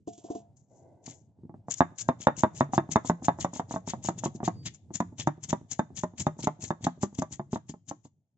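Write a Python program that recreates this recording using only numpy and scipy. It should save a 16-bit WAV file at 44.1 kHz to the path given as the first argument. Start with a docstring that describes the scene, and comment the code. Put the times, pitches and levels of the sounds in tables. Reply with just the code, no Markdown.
"""Something hollow is bumped aside first and a heavy stone roller is dragged into place on a flat stone slab.
The roller then pounds garlic, about four to six strokes a second, in a home kitchen. Around the blows the
cloves burst with a wet crunch, built from noise grains and short pops. Stone meeting stone knocks, thumps
and rebounds: force pulses drive damped resonances. Random echoes give the room, over a rumble and a hush."""
import sys
import numpy as np
from scipy import signal
from scipy.fft import rfft, irfft, next_fast_len
from scipy.io import wavfile

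SR = 44100
rng = np.random.default_rng(int(sys.argv[2]) if len(sys.argv) > 2 else 0)


def persist_wave(psi):
    """Save psi, clipped to +-1, as 16-bit WAV."""
    counts = np.round(np.clip(psi, -1, 1) * 32767).astype(np.int16)
    wavfile.write(sys.argv[1], SR, np.atleast_2d(counts).T)


N = 369161

# blows of the roller on the slab: t/s, relative stone knock level/dB, relative low thump level/dB
BLOW_EVENTS = [(1.077, -49.5, -41.5), (1.387, -74.5, -54.5), (1.4331, -67, -43.5), (1.451, -68.5, -44),
               (1.494, -51.5, -42), (1.541, -51, -43.5), (1.6833, -38, -39), (1.8056, -14, -16.5),
               (2.0877, -19, -20), (2.2699, -13.5, -18), (2.4347, -16.5, -17), (2.6077, -17, -19),
               (2.734, -27, -30), (2.7786, -18, -18), (2.8898, -46, -36), (2.958, -16, -17),
               (3.0469, -40, -37), (3.097, -20.5, -19), (3.222, -48, -37.5), (3.283, -17, -19.5),
               (3.3867, -40.5, -39), (3.4462, -23.5, -25), (3.5323, -45.5, -40), (3.56, -44.5, -41.5),
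               (3.5958, -27.5, -29.5), (3.7093, -36, -36), (3.7399, -34.5, -32), (3.7607, -29.5, -32.5),
               (3.8751, -39, -34.5), (3.9349, -32.5, -33.5), (4.047, -42.5, -38.5), (4.0865, -25, -25.5),
               (4.2359, -31, -34.5), (4.2574, -31.5, -24.5), (4.349, -70, -36), (4.403, -39.5, -37),
               (4.4298, -36, -29), (4.4776, -23.5, -23.5), (4.9047, -50.5, -39.5), (5.0031, -25, -24.5),
               (5.125, -60, -44), (5.195, -47.5, -45), (5.2725, -21, -20.5), (5.5286, -24, -22),
               (5.7929, -23.5, -22), (6.035, -27.5, -25), (6.267, -21.5, -20.5), (6.3898, -44.5, -38.5),
               (6.4372, -49, -31), (6.4714, -22, -22), (6.637, -54, -38), (6.705, -26, -25.5),
               (6.8455, -49, -35.5), (6.8675, -23, -23), (7.0317, -28.5, -21.5), (7.1862, -43, -25.5),
               (7.2203, -28, -30), (7.395, -34, -31.5), (7.5298, -36, -25.5), (7.5583, -32.5, -33.5),
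               (7.6944, -53, -36), (7.739, -48, -43), (7.912, -36, -37.5), (8.0515, -57, -48.5)]
# cloves bursting under the roller: middle t/s, half length/s, relative fizz level/dB, snap level re fizz/dB
CLOVE_BURSTS = [(1.066, 0.0034, -34, -9.5), (1.101, .018, -47, -5.5), (1.715, 0.0098, -31.5, -10),
                (1.741, 0.00346, -33.5, -9.5), (1.788, .016, -40.5, -20), (1.992, 0.008, -29.5, -13),
                (2.012, 0.007, -27.5, -16.5), (2.223, 0.016, -42.5, -4.5), (2.392, 0.015, -31, -16.5),
                (2.582, 0.022, -40.5, -11.5), (2.751, 0.016, -38.5, -9.5), (2.923, .011, -31, -10),
                (3.072, 0.016, -37.5, -12.5), (3.249, 0.0097, -31.5, -14), (3.414, 0.011, -29.5, -11.5),
                (3.557, 0.018, -38.5, -10), (3.73, .022, -39.5, -13.5), (3.894, .016, -33.5, -7.5),
                (4.061, 0.018, -34, -9), (4.188, 0.0081, -40.5, -8.5), (4.251, 0.01, -31, -8.5),
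                (4.359, 0.0089, -47.5, -15), (4.458, 0.011, -34, -6), (4.667, 0.0083, -30.5, 0),
                (4.749, .008, -50, -16), (4.954, 0.0098, -31, -12), (5.202, 0.012, -30.5, -6.5),
                (5.441, 0.0064, -36, -6.5), (5.502, .0082, -28, -13), (5.721, 0.013, -33.5, -8.5),
                (5.983, 0.016, -35.5, -11.5), (6.188, 0.0085, -39.5, -6), (6.208, 0.0074, -25, -13),
                (6.402, 0.0073, -34.5, -20.5), (6.438, 0.0083, -30, -5), (6.634, 0.015, -32.5, -9.5),
                (6.683, 0.0058, -41.5, -26), (6.846, 0.0032, -26.5, -4), (7.03, 0.0096, -31, -12.5),
                (7.152, 0.0038, -43.5, -11), (7.19, 0.0049, -31.5, -11), (7.331, 0.013, -36.5, -12.5),
                (7.538, .013, -39.5, -9), (7.699, 0.0088, -41, -12.5), (7.894, 0.009, -38.5, -10),
                (8.054, .01, -55, -13)]
# bumps of a hollow vessel: t/s, relative level/dB
VESSEL_BUMPS = [(.074, -30.5), (0.132, -62), (.179, -49.5), (0.242, -39), (.302, -28.5), (.351, -30)]
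# spectrum of the high fizz at each side: f/Hz, relative level per Hz/dB
FIZZ_LEFT_SPECTRUM = [(3500, -28.5), (5000, -9), (6000, 6), (6800, 11.5), (7400, 7.5), (7800, -4.5),
                      (8200, -57.5), (9500, -75)]
FIZZ_RIGHT_SPECTRUM = [(3500, -19.5), (5000, -11.5), (6000, -17), (6800, -5.5), (7500, -5), (7800, -7),
                       (8200, -29.5), (9500, -66.5)]
# spectrum of the scatter from things close by: f/Hz, relative level/dB
SCATTER_SPECTRUM = [(60, -34), (150, -5.5), (300, -2), (470, -19.5), (700, -15.5), (1100, -11.5),
                    (1800, -10), (3500, -13), (7000, -19.5), (8500, -32.5)]
SCATTER_T60_S = 0.099
FULL_DB = -14.5  # stone knock of a full blow
FIRM_DB = -29  # a blow with a stronger stone knock than this is firm


def blows(knock_db=-0.58, thump_db=-3.5, shove_db=-8.0, ring_db=-0.5, hard_hz=1250, bed_hz=600,
          cushion_db=13.0, stop_s=.0011, slower=0.4, crest=2.72, uneven=.12):
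    """Impact excitation: a blow and its rebound drive stones and bed; garlic between softens the contact."""
    # the two stones pressed together: f/Hz, bandwidth/Hz, relative level/dB
    stone_modes = [(654.7, 72, 10), (817, 440, 2.5), (867, 170, -1), (1096, 41, -4), (1450, 160, -19),
                   (1760, 470, 2), (2370, 500, -16)]
    # the slab rocking on its bed: f/Hz, bandwidth/Hz, relative level/dB
    bed_modes = [(108, 12, -9), (161.6, 11, 5), (241, 100, 0), (329, 90, 4.5)]
    # the roller's own high notes: f/Hz, relative level/dB, t60/s
    roller_modes = [(3630, -21, 0.064), (3680, -25, .05), (3600, -51, 0.35), (3914, -32, .04),
                    (2720, -30, .025), (4200, -35, .03), (2020, -41.5, 0.07)]
    # echoes from floor, legs and wall: delay/s, relative level/dB
    echo_paths = [(.0024, -10.5), (.0072, -13), (.0108, -16), (0.018, -18.5)]
    contact_s = 0.00046  # the force builds this long after the first touch
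    shortest_rebound_s, full_flight_s, rebound_db = 0.00477, 0.0069, -7.5
    out = np.zeros((2, N))
    for touch_s, stone_db, bed_db in BLOW_EVENTS + nudges():
        s = touch_s + contact_s
        contact_hz = hardness_hz(stone_db)
        # a weaker blow bounces sooner
        flight_s = full_flight_s * from_db(stone_db - FULL_DB) ** 2
        rebound_s = (shortest_rebound_s + flight_s) * rng.normal(1, uneven)
        taps = np.zeros(SR // 10)
        taps[0] = -1
        taps[int(np.clip(rebound_s, .002, .05) * SR)] -= from_db(rebound_db)
        knock = body(lowpass(taps, contact_hz, order=4), stone_modes, wander=.05)
        knock = at_level(knock, stone_db + knock_db)
        # each near echo arrives from a direction of its own
        echoes = 0
        for delay_s, db in echo_paths:
            echo = from_db(db) * late(knock, delay_s * rng.normal(1, .08))
            echoes = echoes + place(echo, 0, rng.normal(0.00013, .00018))
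        # a blow cushioned by cloves knocks less and pushes for longer, so its thump is deeper
        cushion = np.clip((bed_db - stone_db) / cushion_db, 0, 1)
        thump = body(lowpass(taps, bed_hz / (1 + cushion), order=3), bed_modes, wander=.07)
        thump = at_level(thump, bed_db + thump_db)
        heard = place(knock, -1.6, 0.00015) + echoes + place(thump, -0.33, 0.000085)
        width_s = stop_s * (1 + slower * cushion)
        push = place(at_level(shove(width_s), bed_db + shove_db), -.3, 0.00011)
        add(out, s + crest * width_s - .01, push)
        # roller and arm stand differently at every stroke, and so do the near echoes
        scatter = reflections(SCATTER_SPECTRUM, SCATTER_T60_S, start_s=0.0024, apart_hz=800, length_s=.1)
        add(out, s, heard + diffuse(heard, scatter))
        # only a hard contact reaches the roller's high notes, each by a share of its own
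        if stone_db > -36:
            modes = [(hz * rng.normal(1, .004), db + rng.uniform(-4, 3), t60) for hz, db, t60 in roller_modes]
            note = ringing(modes) * from_db(stone_db + ring_db) * min(contact_hz / hard_hz, 1) ** 3
            add(out, s, place(note, 2.8, .00007))
    return out


def hardness_hz(stone_db):
    """Contact stiffness: the stronger the knock, the shorter and brighter the contact."""
    full_contact_hz, octaves_per_db = 1213, 0.01
    return full_contact_hz * 2 ** (octaves_per_db * (stone_db - FULL_DB))


def nudges():
    """Secondary contact: after each firm blow the roller rocks back and softly touches (events as blows)."""
    delay_s, delay_spread_s = .1, .012
    level_db, level_spread_db, knock_re_thump_db = -47.5, 2.0, -13.5
    firm = np.array([s for s, stone_db, bed_db in BLOW_EVENTS if stone_db > FIRM_DB])
    when, strength = np.clip(rng.standard_normal((len(firm), 2)), -2, 2).T
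    thump_db = level_db + level_spread_db * strength
    return list(zip(firm + delay_s + delay_spread_s * when, thump_db + knock_re_thump_db, thump_db))


def shove(width_s):
    """Volume displacement: air squeezed out as the roller stops, a rounded pressure swing centred 10 ms in."""
    phase = (np.arange(SR // 30) / SR - .01) / width_s
    return (1 - phase ** 2) * np.exp(-phase ** 2 / 2)


def cracks(crack_db=-28.0, fade_s=.0025, hard_hz=1250):
    """Broadband transient: grit splitting between bare stones starts a blow with a short, bright crack."""
    # spectrum of the crack: f/Hz, relative level per Hz/dB
    crack_spectrum = [(1200, -17), (2000, -3.5), (2700, 2), (3700, -4.5), (4600, -7), (7000, -10.5),
                      (8200, -27)]
    out, t = np.zeros((2, N)), np.arange(SR // 40) / SR
    for s, stone_db, bed_db in BLOW_EVENTS:
        crack = colour(rng.standard_normal((2, len(t))), crack_spectrum) * np.exp(-t / fade_s)
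        hardness = min(hardness_hz(stone_db) / hard_hz, 1) ** 5
        add(out, s, at_level(crack, stone_db + crack_db) * hardness)
    return out


def garlic(fizz_db=0.0, snap_db=-1.5):
    """Granular fracture: cloves burst amid a fainter crackle of dry skins; firm blows squeeze out juice."""
    # spectrum of the lower snap at each side: f/Hz, relative level per Hz/dB
    snap_left = [(600, -7.5), (1300, -7), (2000, 1), (2600, 0), (3300, 5), (4600, -0.5), (6000, -3.5),
                 (8000, -22)]
    snap_right = [(600, -16.5), (1300, -26.5), (2000, -9.5), (2600, -4), (3300, -1), (4600, -4.5),
                  (6000, -1.5), (8000, -31)]
    skin_s, skin_db = 0.02, -22  # half length, level against the burst
    squirt_after_s, squirt_s = 0.0017, .0045
    squirt_db, squirt_snap_db = -42.5, -10  # fizz, and snap against the fizz
    skins = [(s, skin_s, db + skin_db, lower_db) for s, half_s, db, lower_db in CLOVE_BURSTS]
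    squirts = [(s + squirt_after_s, squirt_s, squirt_db, squirt_snap_db)
               for s, stone_db, bed_db in BLOW_EVENTS if stone_db > FIRM_DB]
    bursts = CLOVE_BURSTS + skins + squirts
    fizz = swell([(s, half_s, db + fizz_db) for s, half_s, db, lower_db in bursts])
    snap = swell([(s, half_s, db + lower_db + snap_db) for s, half_s, db, lower_db in bursts])
    high = fizz * crackle(FIZZ_LEFT_SPECTRUM, FIZZ_RIGHT_SPECTRUM, clump_db=8.5, apart=0.91, lag_s=.00003)
    low = snap * crackle(snap_left, snap_right, clump_db=9.0, apart=0.26, lag_s=.00008)
    return high + signal.sosfilt(signal.butter(10, 7900, fs=SR, output="sos"), low)


def crackle(left, right, clump_db, apart, lag_s):
    """Partial coherence: the two sides share some grains, and the right adds others."""
    shared = grains(clump_db)
    other = shared + apart * grains(clump_db)
    return rms_one(np.array([colour(late(shared, lag_s), left), colour(other, right)]))


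def grains(clump_db, per_s=900, decay_s=0.0022):
    """Shot noise: tears start at random, each a tiny burst of snapping cell walls that dies at once."""
    tears, sizes = np.zeros(N), rng.standard_normal(N)
    torn = rng.random(N) < per_s / SR
    tears[torn] = from_db(clump_db * np.clip(sizes[torn], -2, 2)) ** 2
    power = signal.lfilter([1], [1, -np.exp(-1 / (decay_s * SR))], tears + 1e-12)
    return rng.standard_normal(N) * np.sqrt(power)


def pops(pop_db=2.0, per_s=350, spread_db=1.0, cycles=4.9):
    """Short damped oscillation: juicy pops stand out of each crunch, every one at a pitch of its own."""
    out, t = np.zeros((2, N)), np.arange(SR // 100) / SR
    for s, half_s, db, lower_db in CLOVE_BURSTS:
        for when, size, pitch, side in rng.standard_normal((16, 4))[:round(2 * half_s * per_s)]:
            hz = np.clip(5200 * np.exp(.35 * pitch), 1800, 7200 - 400 * abs(side))
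            # the lower the pop, the more it belongs to the snap of the flesh
            snap_share = np.clip(0.56 * np.log2(7000 / hz), 0, 1)
            level_db = db + pop_db + spread_db * min(size, 1.5) + lower_db * snap_share
            envelope = hz * t / cycles * np.exp(1 - 2 * hz * t / cycles)
            pop = np.sin(2 * np.pi * hz * t) * envelope
            add(out, s + .6 * when * half_s, from_db(level_db) * place(pop, 7 + 2 * side, .00004))
    return signal.sosfilt(signal.butter(10, 7700, fs=SR, output="sos"), out)


def grumble():
    """Low-frequency noise: in the steady pounding, the slab rumbles briefly as the roller sinks into a clove."""
    # spectrum of the grumble: f/Hz, relative level per Hz/dB
    grumble_spectrum = [(40, -21.5), (90, 2.5), (160, 3.5), (280, -7.5), (450, -27), (800, -19),
                        (1300, -36), (2000, -61)]
    pounding_from_s, sink_s, sink_db = 2.2, 0.012, -9  # start, half length, level against the fizz
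    presses = [(s, sink_s, db + sink_db) for s, half_s, db, lower_db in CLOVE_BURSTS if s > pounding_from_s]
    return swell(presses) * stereo_noise(grumble_spectrum, -19)


def vessel(wander=0.0075):
    """Modal synthesis: soft bumps on something hollow, each stirring the modes differently."""
    # modes of the vessel: f/Hz, relative level/dB, t60/s
    vessel_modes = [(205.7, -12.5, 0.33), (260, -1.5, 0.054), (322, 9.5, 0.034), (390, 2.5, 0.047),
                    (434, -6, 0.13), (617, -5, 0.034), (691.5, -8.5, 0.28), (732, -11, 0.15),
                    (978, -10, 0.031)]
    out = np.zeros(N)
    for s, level_db in VESSEL_BUMPS:
        modes = [(hz * rng.normal(1, wander), db + rng.normal(0, 1.46), t60) for hz, db, t60 in vessel_modes]
        # neighbouring modes start in opposite phase
        note = sum((-1) ** k * ringing([mode]) for k, mode in enumerate(modes))
        add(out, s, from_db(level_db) * lowpass(note, 1180, order=4))
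    return place(out, .7, -0.00032)


def rustle():
    """Friction noise: something dry shifts faintly with each bump."""
    # spectrum of the rustle: f/Hz, relative level per Hz/dB
    rustle_spectrum = [(1200, -25), (2100, -24), (2700, -9), (3400, -4.5), (4500, -10.5), (6800, 5),
                       (7700, 1), (8300, -50)]
    delay_s, half_s, level_db, follows = 0.0011, 0.023, -50.5, .1  # follows: dB per dB of the bump
    shifts = [(s + delay_s, half_s, level_db + follows * db) for s, db in VESSEL_BUMPS]
    dry_noise = crackle(rustle_spectrum, rustle_spectrum, clump_db=2.5, apart=0.45, lag_s=.00003)
    return swell(shifts, rise=0.16, fall=1.02) * dry_noise


def drag():
    """Sliding friction: stone grinds on stone as steady noise, with a little granular grit in between."""
    # course of the drag: t/s, grinding level/dB, grit level/dB
    drag_course = [(.55, -109, -100), (.57, -89, -63.5), (.68, -95, -89), (.71, -61, -77),
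                   (.78, -62, -67.5), (.86, -57.5, -85), (1.0, -64.5, -97), (1.15, -60, -60),
                   (1.35, -100, -105)]
    # spectrum of the grinding: f/Hz, relative level per Hz/dB
    grind_spectrum = [(150, -2.5), (330, 7.5), (470, 3), (650, 8), (950, -5), (1300, -33.5), (1550, -18.5),
                      (1780, -39.5), (2020, -21), (2300, -39), (4000, -40.5)]
    grind_db, grit_db = in_time(drag_course)
    grind = from_db(grind_db) * stereo_noise(grind_spectrum, -8.5)
    grit = crackle(FIZZ_LEFT_SPECTRUM, FIZZ_RIGHT_SPECTRUM, clump_db=4.0, apart=.6, lag_s=.00003)
    return grind + from_db(grit_db) * grit


def whistles(waver=0.0046):
    """Frequency modulation: two faint, slightly unsteady tones swell and fade."""
    # the tones: loudest at t/s, half length/s, f there/Hz, glide/(Hz/s), relative level/dB
    tones = [(2.07, .1, 1600, -900, -67), (4.61, .06, 4740, 0, -61)]
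    out = np.zeros((2, N))
    for s, half_s, pitch_hz, glide_hz_per_s, db in tones:
        t = np.arange(-SR // 6, SR // 6) / SR
        unsteady = rms_one(lowpass(rng.standard_normal(len(t)), 60, order=2))
        hz = (pitch_hz + glide_hz_per_s * t) * (1 + waver * unsteady)
        tone = from_db(db) * np.exp(-(t / half_s) ** 2) * np.sin(2 * np.pi * np.cumsum(hz) / SR)
        add(out, s + t[0], place(tone, 1.5, .0001))
    return out


def background(rumble_db=-3.5, hush_db=-3.0, lumps_db=4.0):
    """Stationary noise under slow modulation: uneven low rumble and a faint hush of the surroundings."""
    # course of the background: t/s, relative low rumble level/dB, relative middle hush level/dB
    background_course = [(0.0, -52.5, -102), (0.3, -58.5, -52.5), (0.56, -56.5, -76), (1.0, -55.5, -80),
                         (1.26, -57, -77), (2.49, -49.5, -57), (3.89, -49.5, -61), (4.43, -43.5, -59.5),
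                         (4.68, -50, -76.5), (6.62, -54, -62.5), (7.58, -52.5, -79), (8.37, -78.5, -99)]
    # spectra of both: f/Hz, relative level per Hz/dB
    rumble_spectrum = [(20, -6.5), (30, -8.5), (45, -21.5), (70, -5.5), (105, 11), (160, 2), (300, -8),
                       (450, -18.5), (900, -50)]
    hush_spectrum = [(200, -20.5), (400, -8), (650, 0), (900, -6), (1200, -24), (2000, -34), (4000, -39.5),
                     (7000, -40), (9000, -56)]
    low_db, middle_db = in_time(background_course)
    lumps = lumps_db * np.clip(rms_one(lowpass(rng.standard_normal(N), 7, order=2)), -2, 2)
    rumble = from_db(low_db + rumble_db + lumps) * stereo_noise(rumble_spectrum, -13)
    return rumble + from_db(middle_db + hush_db) * stereo_noise(hush_spectrum, -8.5)


def reflections(spectrum, t60, start_s, apart_hz, length_s):
    """Diffuse reverberation: dense echoes die away; the two sides differ more towards the treble."""
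    t = np.arange(int(length_s * SR)) / SR
    mid, side = rng.standard_normal((2, len(t)))
    side = signal.lfilter(*signal.butter(1, apart_hz, "high", fs=SR), side)
    fade = from_db(-60 * t / t60) * np.clip(t / start_s - 1, 0, 1)
    return colour(mid + side * [[1], [-1]], spectrum) * fade / np.sqrt(np.sum(fade ** 2))


def diffuse(x, response):
    """Convolution: what comes back of a stereo sound."""
    return signal.oaconvolve(x, response, axes=1)[:, :x.shape[1]]


def body(force, modes, wander):
    """Resonance: two-pole band-passes; each shifts a little with the place of contact."""
    out = 0
    for (hz, width, db), (shift, gain) in zip(modes, rng.standard_normal((len(modes), 2))):
        r = np.exp(-np.pi * width / SR)
        w = 2 * np.pi * hz * np.exp(wander * shift) / SR
        zeros, poles = (1 - r * r) / 2 * np.array([1, 0, -1]), [1, -2 * r * np.cos(w), r * r]
        out = out + from_db(db + gain) * signal.lfilter(zeros, poles, force)
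    return out


def ringing(modes):
    """Free vibration: exponentially decaying sines after one tap."""
    t = np.arange(SR // 3) / SR
    return sum(from_db(db - 60 * t / t60) * np.sin(2 * np.pi * hz * t) for hz, db, t60 in modes)


def swell(events, rise=0.86, fall=.93):
    """Amplitude envelope: summed power of bursts (middle s, half length s, dB), steeper before than after."""
    t, power = np.arange(N) / SR, np.zeros(N)
    for s, half_s, db in events:
        near = slice(max(0, int((s - .12) * SR)), int((s + .12) * SR))
        phase = (t[near] - s) / half_s
        fading = np.where(phase < 0, abs(phase / rise) ** 2.1, abs(phase / fall) ** 1.5)
        power[near] += from_db(db) ** 2 * np.exp(-fading)
    return np.sqrt(power)


def stereo_noise(spectrum, side_db):
    """Mid-side coherence: coloured noise, mostly shared by the two sides."""
    mid, side = rng.standard_normal((2, N))
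    return rms_one(colour(mid + from_db(side_db) * side * [[1], [-1]], spectrum))


def place(x, pan_db, lag_s):
    """Interaural cues: a level difference, and a delay of the left ear (an advance if negative)."""
    return np.array([late(x, lag_s) * from_db(pan_db / 2), x * from_db(-pan_db / 2)])


def colour(x, points):
    """Spectral shaping: filter by a curve of dB over log frequency."""
    hz, db = np.transpose(points)
    size = next_fast_len(x.shape[-1])
    f = np.fft.rfftfreq(size, 1 / SR) + 1
    gain = from_db(np.interp(np.log(f), np.log(hz), db))
    return irfft(rfft(x, size) * gain, size)[..., :x.shape[-1]]


def lowpass(x, hz, order):
    """Low-pass filtering: a Butterworth response of low order."""
    return signal.lfilter(*signal.butter(order, min(hz, .45 * SR), fs=SR), x)


def late(x, s):
    """Propagation delay: shift by s seconds, between samples if need be."""
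    i = np.arange(len(x))
    return np.interp(i - s * SR, i, x, left=0)


def at_level(sound, db):
    """Energy normalisation: give a sound this level, taken over 25 ms."""
    return sound * from_db(db) / np.sqrt(np.sum(sound ** 2) / (.025 * SR))


def rms_one(x):
    """Power normalisation: scale to unit mean square."""
    return x / np.sqrt(np.mean(x ** 2) + 1e-20)


def from_db(db):
    """Level to amplitude: decibels to gain."""
    return 10 ** (np.asarray(db) / 20)


def in_time(rows):
    """Linear interpolation: curve columns at every sample."""
    s, *columns = np.transpose(rows)
    return [np.interp(np.arange(N) / SR, s, c) for c in columns]


def add(track, s, sound):
    """Superposition: mix a sound in at time s."""
    i = max(0, round(s * SR))
    track[..., i:i + sound.shape[-1]] += sound[..., :max(0, N - i)]


def scene():
    """Direct sound, scatter and reverberation: slab, garlic and small handling sounds in the kitchen."""
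    # spectrum of the room's tail: f/Hz, relative level/dB
    tail_spectrum = [(60, -23), (150, -24.5), (300, -30.5), (700, -34.5), (1200, -28), (2000, -25),
                     (3500, -23.5), (5000, -27), (7000, -25.5)]
    small = garlic() + pops() + cracks() + vessel() + rustle() + whistles()
    scatter = reflections(SCATTER_SPECTRUM, SCATTER_T60_S, start_s=0.001, apart_hz=900, length_s=.15)
    close = blows() + small + diffuse(small, scatter)
    tail = reflections(tail_spectrum, t60=0.38, start_s=0.007, apart_hz=400, length_s=1.0)
    room = diffuse(close, tail)
    return from_db(-2.5) * (close + room) + grumble() + drag() + background()


def record(dry):
    """Band limiting: the deep bass is thinned and the top is cut."""
    bass_hz, cutoff_hz = 67, 8900
    thinned = signal.sosfilt(signal.butter(2, bass_hz, "high", fs=SR, output="sos"), dry)
    return signal.sosfilt(signal.butter(14, cutoff_hz, fs=SR, output="sos"), thinned)


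dry = scene()
out = record(dry)
persist_wave(out)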